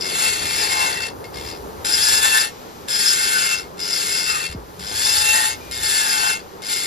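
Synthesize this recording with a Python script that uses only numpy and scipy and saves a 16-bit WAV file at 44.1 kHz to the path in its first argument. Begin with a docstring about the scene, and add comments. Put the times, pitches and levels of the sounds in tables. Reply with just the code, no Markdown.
"""A die grinder's toothed burr carves a port of an aluminium engine cylinder, close up, in nine passes.
It bites at once: each flute strikes the wall and tears a chip, and the casting rings. The shaft slows,
two light touches follow, then it speeds up for longer cuts. In each the burr first skates and screeches,
then seats, fills out and sets the cylinder singing, chattering when leaned on. Between passes the drive
whirrs freely. Near 4.5 s the work bumps on the bench, and three more passes follow."""
import sys
import numpy as np
from scipy import signal
from scipy.fft import rfft, irfft, next_fast_len
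from scipy.io import wavfile
from scipy.ndimage import uniform_filter1d

SR = 44100
rng = np.random.default_rng(int(sys.argv[2]) if len(sys.argv) > 2 else 0)


def put_to_file(sound):
    """Save the sound as 16-bit audio at rate SR, in the file named by the first command-line argument."""
    columns = np.atleast_2d(sound).T  # one column per channel
    safe = np.clip(columns, -1, 1)
    whole_steps = np.round(safe * 32767)
    wavfile.write(sys.argv[1], SR, whole_steps.astype(np.int16))


N = 302526
FFT_SIZE = 2 * next_fast_len(N // 2 + 8192)
TIME, FREQ = np.arange(N) / SR, np.fft.rfftfreq(FFT_SIZE, 1 / SR)

# the shaft's drifting speed: (time [s], turn rate [Hz])
SHAFT_SPEED = [(0.0, 89.3), (0.19, 90.47), (0.61, 77.25), (1.2, 56.8), (1.43, 77.4), (1.6, 85.1),
               (1.74, 98.87), (1.97, 110.6), (2.69, 123.7), (2.77, 112.5), (3.1, 110.1), (3.52, 94.05),
               (4.03, 91.45), (4.49, 82.65), (4.64, 81.24), (5.06, 119.1), (5.69, 128.4), (6.32, 99.1),
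               (6.74, 97.3), (6.86, 93.7)]
# how hard the burr bites, one curve a pass: (time [s], level [dB])
BITE_CURVES = [
    [(0.0, -38), (0.242, -26), (0.386, -32.5), (0.608, -29), (0.622, -28), (0.686, -31), (0.722, -28),
     (0.79, -31.5), (0.808, -27), (1.0, -36), (1.06, -34.5), (1.1, -44)],
    [(1.242, -41.5), (1.27, -57), (1.275, -65)],
    [(1.33, -45.5), (1.38, -41), (1.44, -45.5), (1.454, -38.5), (1.462, -44), (1.492, -39.5),
     (1.554, -48.5), (1.57, -50)],
    [(1.845, -44), (1.849, -31), (2.145, -25), (2.213, -30), (2.227, -25), (2.277, -25.5), (2.301, -28),
     (2.383, -24.5), (2.391, -28.5), (2.419, -27), (2.473, -36), (2.49, -42.5)],
    [(2.877, -33), (3.059, -27.5), (3.137, -27.5), (3.143, -29), (3.473, -29), (3.481, -32), (3.533, -29.5),
     (3.563, -37), (3.601, -39), (3.609, -40.5), (3.64, -49.5)],
    [(3.77, -31), (3.788, -49), (3.794, -38.5), (3.962, -31.5), (4.128, -31), (4.218, -31.5), (4.236, -35),
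     (4.296, -30.5), (4.466, -36), (4.488, -44), (4.526, -42), (4.54, -53)],
    [(4.793, -43), (4.937, -35), (4.963, -31.5), (5.097, -27), (5.117, -30), (5.151, -26.5), (5.235, -28.5),
     (5.345, -25.5), (5.443, -29.5), (5.457, -27), (5.531, -36.5), (5.57, -56)],
    [(5.711, -38), (5.717, -36.5), (5.793, -37), (5.849, -29), (5.875, -30.5), (5.891, -28.5),
     (5.949, -28.5), (5.993, -27), (6.025, -29.5), (6.313, -29.5), (6.353, -36), (6.4, -47)],
    [(6.62, -44), (6.628, -43), (6.718, -29), (6.75, -31.5), (6.86, -33)],
]
# attack and colour of each pass: (landing time [s], seating time [s], knock [dB], then trims for
# hiss [dB], screech [dB], chatter [dB], shudder [dB], bell [dB], flange [dB])
PASS_VOICING = [ (0.0068, 0.01, -6, -1.5, 0, -5, -7, 1, -0.5),
                (0.00036, 0.3, 11.5, -4, -2, -12, -5, 10, 10), (0.009, 0.3, 0, -2.5, 0, -1, -8, 6, 1.5),
                (0.00047, 0.3, 14, -1, 1.5, 1.5, -2, 3.5, -6),
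                (0.0094, 0.34, 0, -0.5, 3.5, 2.5, -7.5, 3.5, -1.5),
                (0.021, 0.45, -6, 0, 1, 0, -12, 6.5, -1), (0.0004, 0.37, 6, -1, 2.5, -0.5, 0, 1, -6),
                (0.00037, 0.21, 1, -0.5, 0.5, 2, -2.5, 2.5, 1), (0.00046, 0.43, 13, 0, 1, -6, -4, 3, 0.5), ]
# the burr judders in the cut: (time [s], length [s], chatter boost [dB], shudder boost [dB])
JUDDER_SWELLS = [(0.24, 0.08, 0, 3), (0.826, 0.39, 4.5, 11), (2.246, 0.044, 2, 1), (2.36, 0.068, 3, -2.5),
                 (3.362, 0.042, 3, -1), (4.336, 0.23, 5, 6), (5.402, 0.12, 4, 3.5), (6.25, 0.07, 2.5, 8)]
# the cylinder's bell mode sings out: (time [s], length [s], boost [dB])
BELL_SWELLS = [(0.262, 0.035, 10), (0.84, 0.15, 5.5), (1.032, 0.14, 10.5), (2.328, 0.024, 8),
               (3.535, 0.078, 9.5), (4.287, 0.057, 6), (4.459, 0.036, 6.5), (5.105, 0.041, 14.5),
               (5.306, 0.14, 15.5), (6.33, 0.091, 12.5)]
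# the casting's clear ring: (frequency [Hz], width [Hz], level [dB])
CASTING_MODES = [(2152, 18, 6.7), (2901, 18, -2.8), (3235, 18, 0.9), (3476, 144, 0.5), (3690, 34, 2.0),
                 (4121, 170, -1.6), (4484, 27, 10.5), (4548, 50, 2.7), (5703, 80, -1.3), (6187, 32, -2.8),
                 (6306, 18, 3.7), (6542, 22, 6.2), (7290, 58, 7.8), (7447, 63, 6.5), (7821, 21, 3.0),
                 (8029, 33, 4.6), (8850, 23, 0.4), (9270, 30, 2), (9931, 149, 1.6), (10456, 27, 2.2),
                 (11033, 170, -0.9), (13400, 250, -16), (14772, 25, -6.1), (15100, 110, -12),
                 (15595, 84, -4.8)]
# the wash of its dense, damped modes: (frequency [Hz], level [dB])
CASTING_WASH = [(600, -27.5), (1500, 2), (2000, 0.5), (2500, -2), (4300, -9), (5200, -46), (6000, -33),
                (6700, -9.5), (7400, -0.5), (8600, -13), (11400, -15), (12500, -20), (14500, -15),
                (15700, -58)]
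# sharp modes of the thin port wall: (frequency [Hz], width [Hz], level [dB])
SCREECH_MODES = [(4965, 22, 0.0), (5135, 43, -8.5), (5345, 33, -6.3), (5450, 14, -9.4)]
# the wall's damped rasp beneath them: (frequency [Hz], width [Hz], level [dB])
RASP_MODES = [(4510, 73, -6), (5600, 300, -17)]
# a second sharp ring, likely the flange: (frequency [Hz], width [Hz], level [dB])
FLANGE_MODES = [(2147, 32, 0)]
# resonances that swell as the burr is leaned on: (frequency [Hz], width [Hz], level [dB])
CHATTER_MODES = [(1160, 140, -3), (1508, 93, 8.5), (1725, 50, 3), (1873, 49, 0.5)]
# the handpiece's shudder: (frequency [Hz], width [Hz], level [dB])
SHUDDER_MODES = [(854, 17, 6), (1060, 90, 0), (610, 560, -7)]
# thin rings of the lifted burr and the casting: (time [s], pitch [Hz], decay [s], level [dB])
LIFT_RINGS = [(2.47, 5520, 0.049, -41), (5.608, 2420, 0.31, -44)]
# soft bench bumps: (time [s], start pitch [Hz], end pitch [Hz], decay [s], level [dB])
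BENCH_BUMPS = [(4.497, 110, 61, 0.052, -29), (4.548, 317, 55.7, 0.048, -24),
               (4.784, 185.9, 181.7, 0.075, -35.5)]
# colour of the free-running drive: (frequency [Hz], level [dB])
WHIRR_EQ = [(60, -20.5), (150, -6), (280, -7.5), (420, 0), (650, -9.5), (1000, -8), (1500, -15),
            (2000, -27.5), (3000, -37.5)]
# the whirr's own level over time: (time [s], level [dB])
WHIRR_LEVEL = [(0.0, -39), (2.03, -41.5), (2.25, -43.5), (4.81, -44.5), (4.93, -44.5), (6.86, -44.5)]
# colour of the drive's air hiss: (frequency [Hz], level [dB])
AIR_EQ = [(1000, 15), (2500, 9), (5000, 8), (7400, 6), (10000, -6), (12500, 6.5), (15500, -21.5)]
# faint tones of the drive: (pitch [multiple of shaft rate], level [dB])
SHAFT_TONES = [(2, -52), (12, -51.5), (20, -68)]
# colour of hands rumbling on the work: (frequency [Hz], level [dB])
RUMBLE_EQ = [(20, -44), (40, -14), (60, 5), (100, 0.5), (160, -11), (300, -25)]
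# the rumble's own level over time: (time [s], level [dB])
RUMBLE_LEVEL = [(0.0, -54), (0.13, -51), (0.3, -45.5), (0.44, -41.5), (0.63, -48), (1.83, -42), (2.14, -47),
                (3.15, -54), (3.44, -48.5), (3.92, -53), (4.39, -49), (4.55, -52.5), (5.04, -37),
                (5.39, -47), (5.81, -42), (6.08, -54), (6.57, -55), (6.86, -49)]
# stereo spread in phase: (frequency [Hz], left lead [rad])
STEREO_PHASE = [(100, 0), (400, 1.4), (900, 1.6), (1150, 3.8), (1620, 3.9), (1720, 6.3), (2200, 6.3),
                (2700, 7.2), (4500, 7), (5500, 5.5), (7000, 4.5), (8100, 3.2), (8900, 3.05), (11200, 0.1),
                (13000, 0), (14500, -3.1)]
# stereo spread in level: (frequency [Hz], left minus right [dB])
STEREO_BALANCE = [(60, 2), (110, -2), (200, -2), (380, -2), (700, 5.5), (1290, 1), (2380, 4.5), (4400, 9.5),
                  (8120, 0.5), (15000, 0)]

FLUTES, BELL_HZ = 15, 2693
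# trims on the bite: (skating [dB], seated [dB])
BODY_TRIM, SCREECH_TRIM, CHATTER_TRIM = (-2.5, 0), (3.74, -1.3), (-7, -3.3)
SHUDDER_TRIM, BELL_TRIM = (-13, -6.5), (-15, -6.5)
# chips hiss more at speed and in a deep cut; both slopes count from a typical cut
TYPICAL_SHAFT_HZ, TYPICAL_BITE_DB = 112.6, -25.5
HISS_DB_PER_HZ, HISS_DB_PER_DB = 0.0477, 0.34


def cutting(turns, speed):
    """Flute blows and tearing chips drive the casting, the burr and the handpiece."""
    body, bite, hiss, screech, chatter, bell, shudder, flange = contact_envelopes(speed)
    depth = engagement(turns, bite)
    blows = steady(flute_strikes(turns), .05) * depth
    chips = steady(tearing_chips(turns), .1) * depth
    force = through(blows + chips + flute_whine(turns) * depth, dispersion(.0003))
    return (ringing_metal(force, body, bite, hiss, screech, flange)
            + chatter_and_shudder(blows, turns, chatter, shudder)
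            + squawk(turns, chatter, bite)
            + singing_cylinder(bell))


def flute_strikes(turns, wear_db=4, scatter_db=2, uneven=.3, jitter=.075):
    """One blow a flute: unequal, unevenly spaced flutes repeat every turn, and each chip differs."""
    flute = np.arange(int(turns[-1] * FLUTES))
    wear, spacing = (rng.permutation(np.linspace(-1, 1, FLUTES))[flute % FLUTES] for _ in range(2))
    late, chip = rng.standard_normal((N // 10, 2))[flute].T
    at = np.interp((flute + uneven * spacing + jitter * late) / FLUTES, turns, np.arange(N))
    size = undb(wear_db * wear + scatter_db * chip)
    i, part = at.astype(int), at % 1  # each blow is shared between two samples
    return (np.bincount(i, size * (1 - part), N + 1) + np.bincount(i + 1, size * part, N + 1))[:N]


def tearing_chips(turns):
    """Gritty noise that eases off after each flute bites."""
    return rng.standard_normal(N) * np.exp(-(turns * FLUTES % 1) / 3.6) * undb(walk(600))


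def flute_whine(turns, level_db=-11, waver_rad=1.42, flutter_db=3):
    """A wavering whine an octave above the flutes' passing rate."""
    gain = undb(level_db + flutter_db * walk(30))
    return gain * np.sin(2 * np.pi * 2 * FLUTES * turns + waver_rad * walk(240))


def contact_envelopes(speed, lift_s=.014, seating_s=.071):
    """A gain a layer: the burr skates, thin and screeching, then seats, fills out, chatters and sings."""
    bell_boost = sum(db * swell(s, length) for s, length, db in BELL_SWELLS)
    judder = sum(np.outer(dbs, swell(s, length)) for s, length, *dbs in JUDDER_SWELLS)
    gains = np.zeros((8, N))
    for curve, (land_s, seat_s, _, *trims) in zip(BITE_CURVES, PASS_VOICING):
        hiss, screech, chatter, shudder, bell, flange = trims
        start, end = curve[0][0], curve[-1][0]
        on = (TIME >= start) & (TIME < end + 10 * lift_s)
        t, bite = TIME[on], automation(curve)[on]
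        touch = np.minimum((t - start) / land_s, 1) * np.exp(-np.maximum(t - end, 0) / lift_s)
        seated = .5 + .5 * np.tanh((t - start - seat_s) / (2 * seating_s))
        crossfade = lambda trim: np.interp(seated, (0, 1), trim)
        speed_hiss = HISS_DB_PER_HZ * (speed[on] - TYPICAL_SHAFT_HZ)
        depth_hiss = HISS_DB_PER_DB * (bite - TYPICAL_BITE_DB)
        gains[:, on] += touch * undb([
            bite + crossfade(BODY_TRIM),
            bite,
            bite + hiss + speed_hiss + depth_hiss,
            bite + screech + crossfade(SCREECH_TRIM),
            bite + chatter + crossfade(CHATTER_TRIM) + judder[0, on],
            bite + bell + crossfade(BELL_TRIM) + bell_boost[on],
            bite + shudder + crossfade(SHUDDER_TRIM) + judder[1, on],
            bite + flange])
    return gains


def engagement(turns, bite, light_db=-33, skip_db=9, deep_db=-2.5, bounce_s=.029, knock_s=.0012):
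    """The burr lands with a knock and runs out of true: a light or fresh touch grazes once a turn."""
    lightness = 1 / (1 + (bite / undb(light_db)) ** 2)
    knocks = 0
    for curve, (_, _, knock_db, *_) in zip(BITE_CURVES, PASS_VOICING):
        age = TIME - curve[0][0]
        lightness = np.maximum(lightness, (age > 0) * np.exp(-np.abs(age) / bounce_s))
        knocks += undb(knock_db) * (age > 0) * np.exp(-np.abs(age) / knock_s)
    runout_db = (deep_db + skip_db * lightness) * np.cos(2 * np.pi * turns)
    return np.maximum(steady(undb(runout_db + walk(70)), .045), knocks)


def dispersion(seconds):
    """Bending waves reach the air by many paths: a flat response that smears each blow."""
    smear = rfft(rng.standard_normal(2048) * np.exp(-TIME[:2048] / seconds), FFT_SIZE)
    return smear / np.abs(smear)


def ringing_metal(force, body, bite, hiss, screech, flange, flare_db=2.8):
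    """The cut rings the casting in three bands, the thin screeching port wall and the flange."""
    power = undb(-.5) ** 2 * resonances(CASTING_MODES) + undb(across(CASTING_WASH)) ** 2
    low_cut = FREQ ** 2 / (FREQ ** 2 + 700 ** 2)
    casting = causal(np.sqrt(power * low_cut))
    low = 1 / (1 + (FREQ / 3000) ** 12)
    treble = 1 / (1 + (6000 / (FREQ + 1)) ** 12)
    wall = causal(np.sqrt(resonances(SCREECH_MODES + RASP_MODES)) / (1 + ((FREQ - 5200) / 650) ** 4))
    layers = ((casting * low, body * undb(-.64)),
              (casting * (1 - low - treble), bite * undb(.6)),
              (casting * treble, hiss * undb(9.5)),
              (wall, screech * undb(-.5 + flare_db * walk(21.87))),
              (causal(resonances(FLANGE_MODES)), flange * undb(-9)))
    return sum(through(force * gain, tone) / through(force, tone).std() for tone, gain in layers)


def chatter_and_shudder(blows, turns, chatter, shudder, whirl_db=4, stutter_db=1.5):
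    """Leaned on, the burr whirls and stutters; its blows ring the chatter modes and the handpiece."""
    whirl = blows * undb(whirl_db * np.sin(2 * np.pi * turns) + stutter_db * walk(90))
    centre = stereo_response().mean(axis=0)
    out = 0
    for modes, gain, hz in ((CHATTER_MODES, chatter * undb(-3.5), 1500),
                            (SHUDDER_MODES, shudder * undb(-1), 800)):
        skirt = 1 / (1 + (np.log((FREQ + 1) / hz) / .45) ** 4)
        ring = through(whirl, causal(np.sqrt(resonances(modes)) * skirt))
        out += gain * ring / running_rms(through(ring, centre), .17)  # levelled at the stereo centre
    return out


def squawk(turns, chatter, bite, boost_db=8.5, sway_rad=.29, waver_rad=.63, flutter_db=3):
    """Chatter that outgrows the bite locks to the flutes: a rough tone, swayed once a turn."""
    locked = chatter ** 4 / (chatter ** 4 + bite ** 4 + 1e-24)
    phase = 2 * np.pi * FLUTES * turns + sway_rad * np.sin(2 * np.pi * turns)
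    tone = np.sin(phase + waver_rad * walk(190))
    return chatter * locked * tone * undb(boost_db + flutter_db * walk(110))


def singing_cylinder(bell, boost_db=2, flutter_db=2):
    """Friction keeps the cylinder's bell mode singing, with a slight waver."""
    cycles = np.cumsum(BELL_HZ * (1 + walk(70) / 400)) / SR
    return bell * undb(boost_db + flutter_db * walk(60)) * np.sin(2 * np.pi * cycles)


def lift_rings():
    """Single modes left ringing as the burr lifts."""
    out = 0
    for s, hz, decay, db in LIFT_RINGS:
        t = np.maximum(TIME - s, 0)
        out += undb(db) * np.exp(-t / decay) * np.sin(2 * np.pi * hz * t)
    return out


def bench_bumps(glide_s=.0097):
    """Dull knocks whose pitch sinks as the weight settles."""
    out = 0
    for s, first_hz, last_hz, decay, db in BENCH_BUMPS:
        t = np.maximum(TIME - s, 0)
        cycles = last_hz * t + (first_hz - last_hz) * glide_s * (1 - np.exp(-t / glide_s))
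        out -= undb(db) * np.exp(-t / decay) * np.sin(2 * np.pi * cycles)
    return out


def drive_and_hands(turns, speed, air_db=-49, rattle_db=.5):
    """Bearings rattle once a turn, air hisses with speed, tones follow the shaft, hands rumble."""
    rattle = undb(rattle_db * np.cos(2 * np.pi * turns) + walk(25))
    whirr = undb(automation(WHIRR_LEVEL) + 3) * rattle
    air = undb(air_db) * (speed / speed.mean()) ** 1.9
    rumble = undb(automation(RUMBLE_LEVEL) + .5 + 2.68 * walk(14))
    bed = 0
    for eq, gain, width in ((WHIRR_EQ, whirr, .94), (AIR_EQ, air, .94), (RUMBLE_EQ, rumble, .3)):
        noise = through(rng.standard_normal((3, N)), undb(across(eq)))
        noise *= gain / noise.std()
        bed += stereo(noise[0]) + width * noise[1:]
    tones = sum(undb(db + 2.5 * walk(8)) * np.sin(2 * np.pi * k * turns) for k, db in SHAFT_TONES)
    return bed + stereo(tones)


def workshop(x, t60=.16, room_db=-12, dull_hz=6000):
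    """Short, dull reflections from bench and walls, different left and right."""
    tail = rng.standard_normal((2, SR // 2)) * undb(-60 * TIME[:SR // 2] / t60)
    tail /= np.sqrt(np.sum(tail ** 2, axis=1, keepdims=True))
    return undb(room_db) * through(x, rfft(tail, FFT_SIZE) / (1 + (FREQ / dull_hz) ** 6))


def stereo(x):
    """Spread a mono sound across left and right."""
    return through(x, stereo_response())


def stereo_response():
    """The stereo spread of the sound: left-right phase and level by frequency."""
    half = undb(across(STEREO_BALANCE) / 2) * np.exp(.5j * across(STEREO_PHASE))
    return np.array([half, 1 / half])


def undb(db):
    """Decibels to gain."""
    return 10 ** (np.asarray(db) / 20)


def automation(points):
    """(time, value) points joined, one value a sample."""
    return np.interp(TIME, *np.transpose(points))


def swell(s, length):
    """A smooth rise and fall around a moment, 1 at its top."""
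    return np.exp(-(2 * (TIME - s) / length) ** 2)


def walk(rate):
    """Random levels held 1 / rate s and slewed; spread near 1."""
    hold = max(int(SR / rate), 1)
    return 1.2 * uniform_filter1d(np.repeat(rng.standard_normal(N)[:N // hold + 1], hold), hold)[:N]


def across(points):
    """(frequency, value) points joined on a log-frequency axis."""
    hz, value = np.transpose(points)
    return np.interp(np.log(FREQ + 1), np.log(hz), value)


def resonances(modes):
    """Power response of a bank of modes."""
    return sum(undb(db) ** 2 / (1 + ((FREQ ** 2 - hz ** 2) / (width * (FREQ + 1))) ** 2)
               for hz, width, db in modes)


def causal(gain):
    """The minimum-phase response with this gain: it rings after a blow, never before."""
    cepstrum = irfft(np.log(gain + 1e-6))
    cepstrum[1:FFT_SIZE // 2] *= 2
    cepstrum[FFT_SIZE // 2 + 1:] = 0
    return np.exp(rfft(cepstrum))


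def through(x, response):
    """Filter by a frequency response."""
    return irfft(rfft(x, FFT_SIZE) * response)[..., :N]


def running_rms(x, seconds):
    """Level over a sliding window."""
    return np.sqrt(np.abs(uniform_filter1d(x ** 2, int(seconds * SR))) + 1e-12)


def steady(x, seconds):
    """Scale to a running rms of 1."""
    return x / running_rms(x, seconds)


def scene():
    """One shaft drives both the cut and the whirr; room and bench bumps join the mix."""
    speed = automation(SHAFT_SPEED) * (1 + .01 * walk(35))
    turns = np.cumsum(speed) / SR
    cut = cutting(turns, speed)
    return stereo(cut + lift_rings()) + workshop(cut) + drive_and_hands(turns, speed) + bench_bumps()


def record(dry, top_hz=15550):
    """A steep low-pass shaves off the top."""
    return signal.sosfilt(signal.ellip(10, .2, 80, top_hz, fs=SR, output="sos"), dry)


dry = scene()
out = record(dry)
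put_to_file(out)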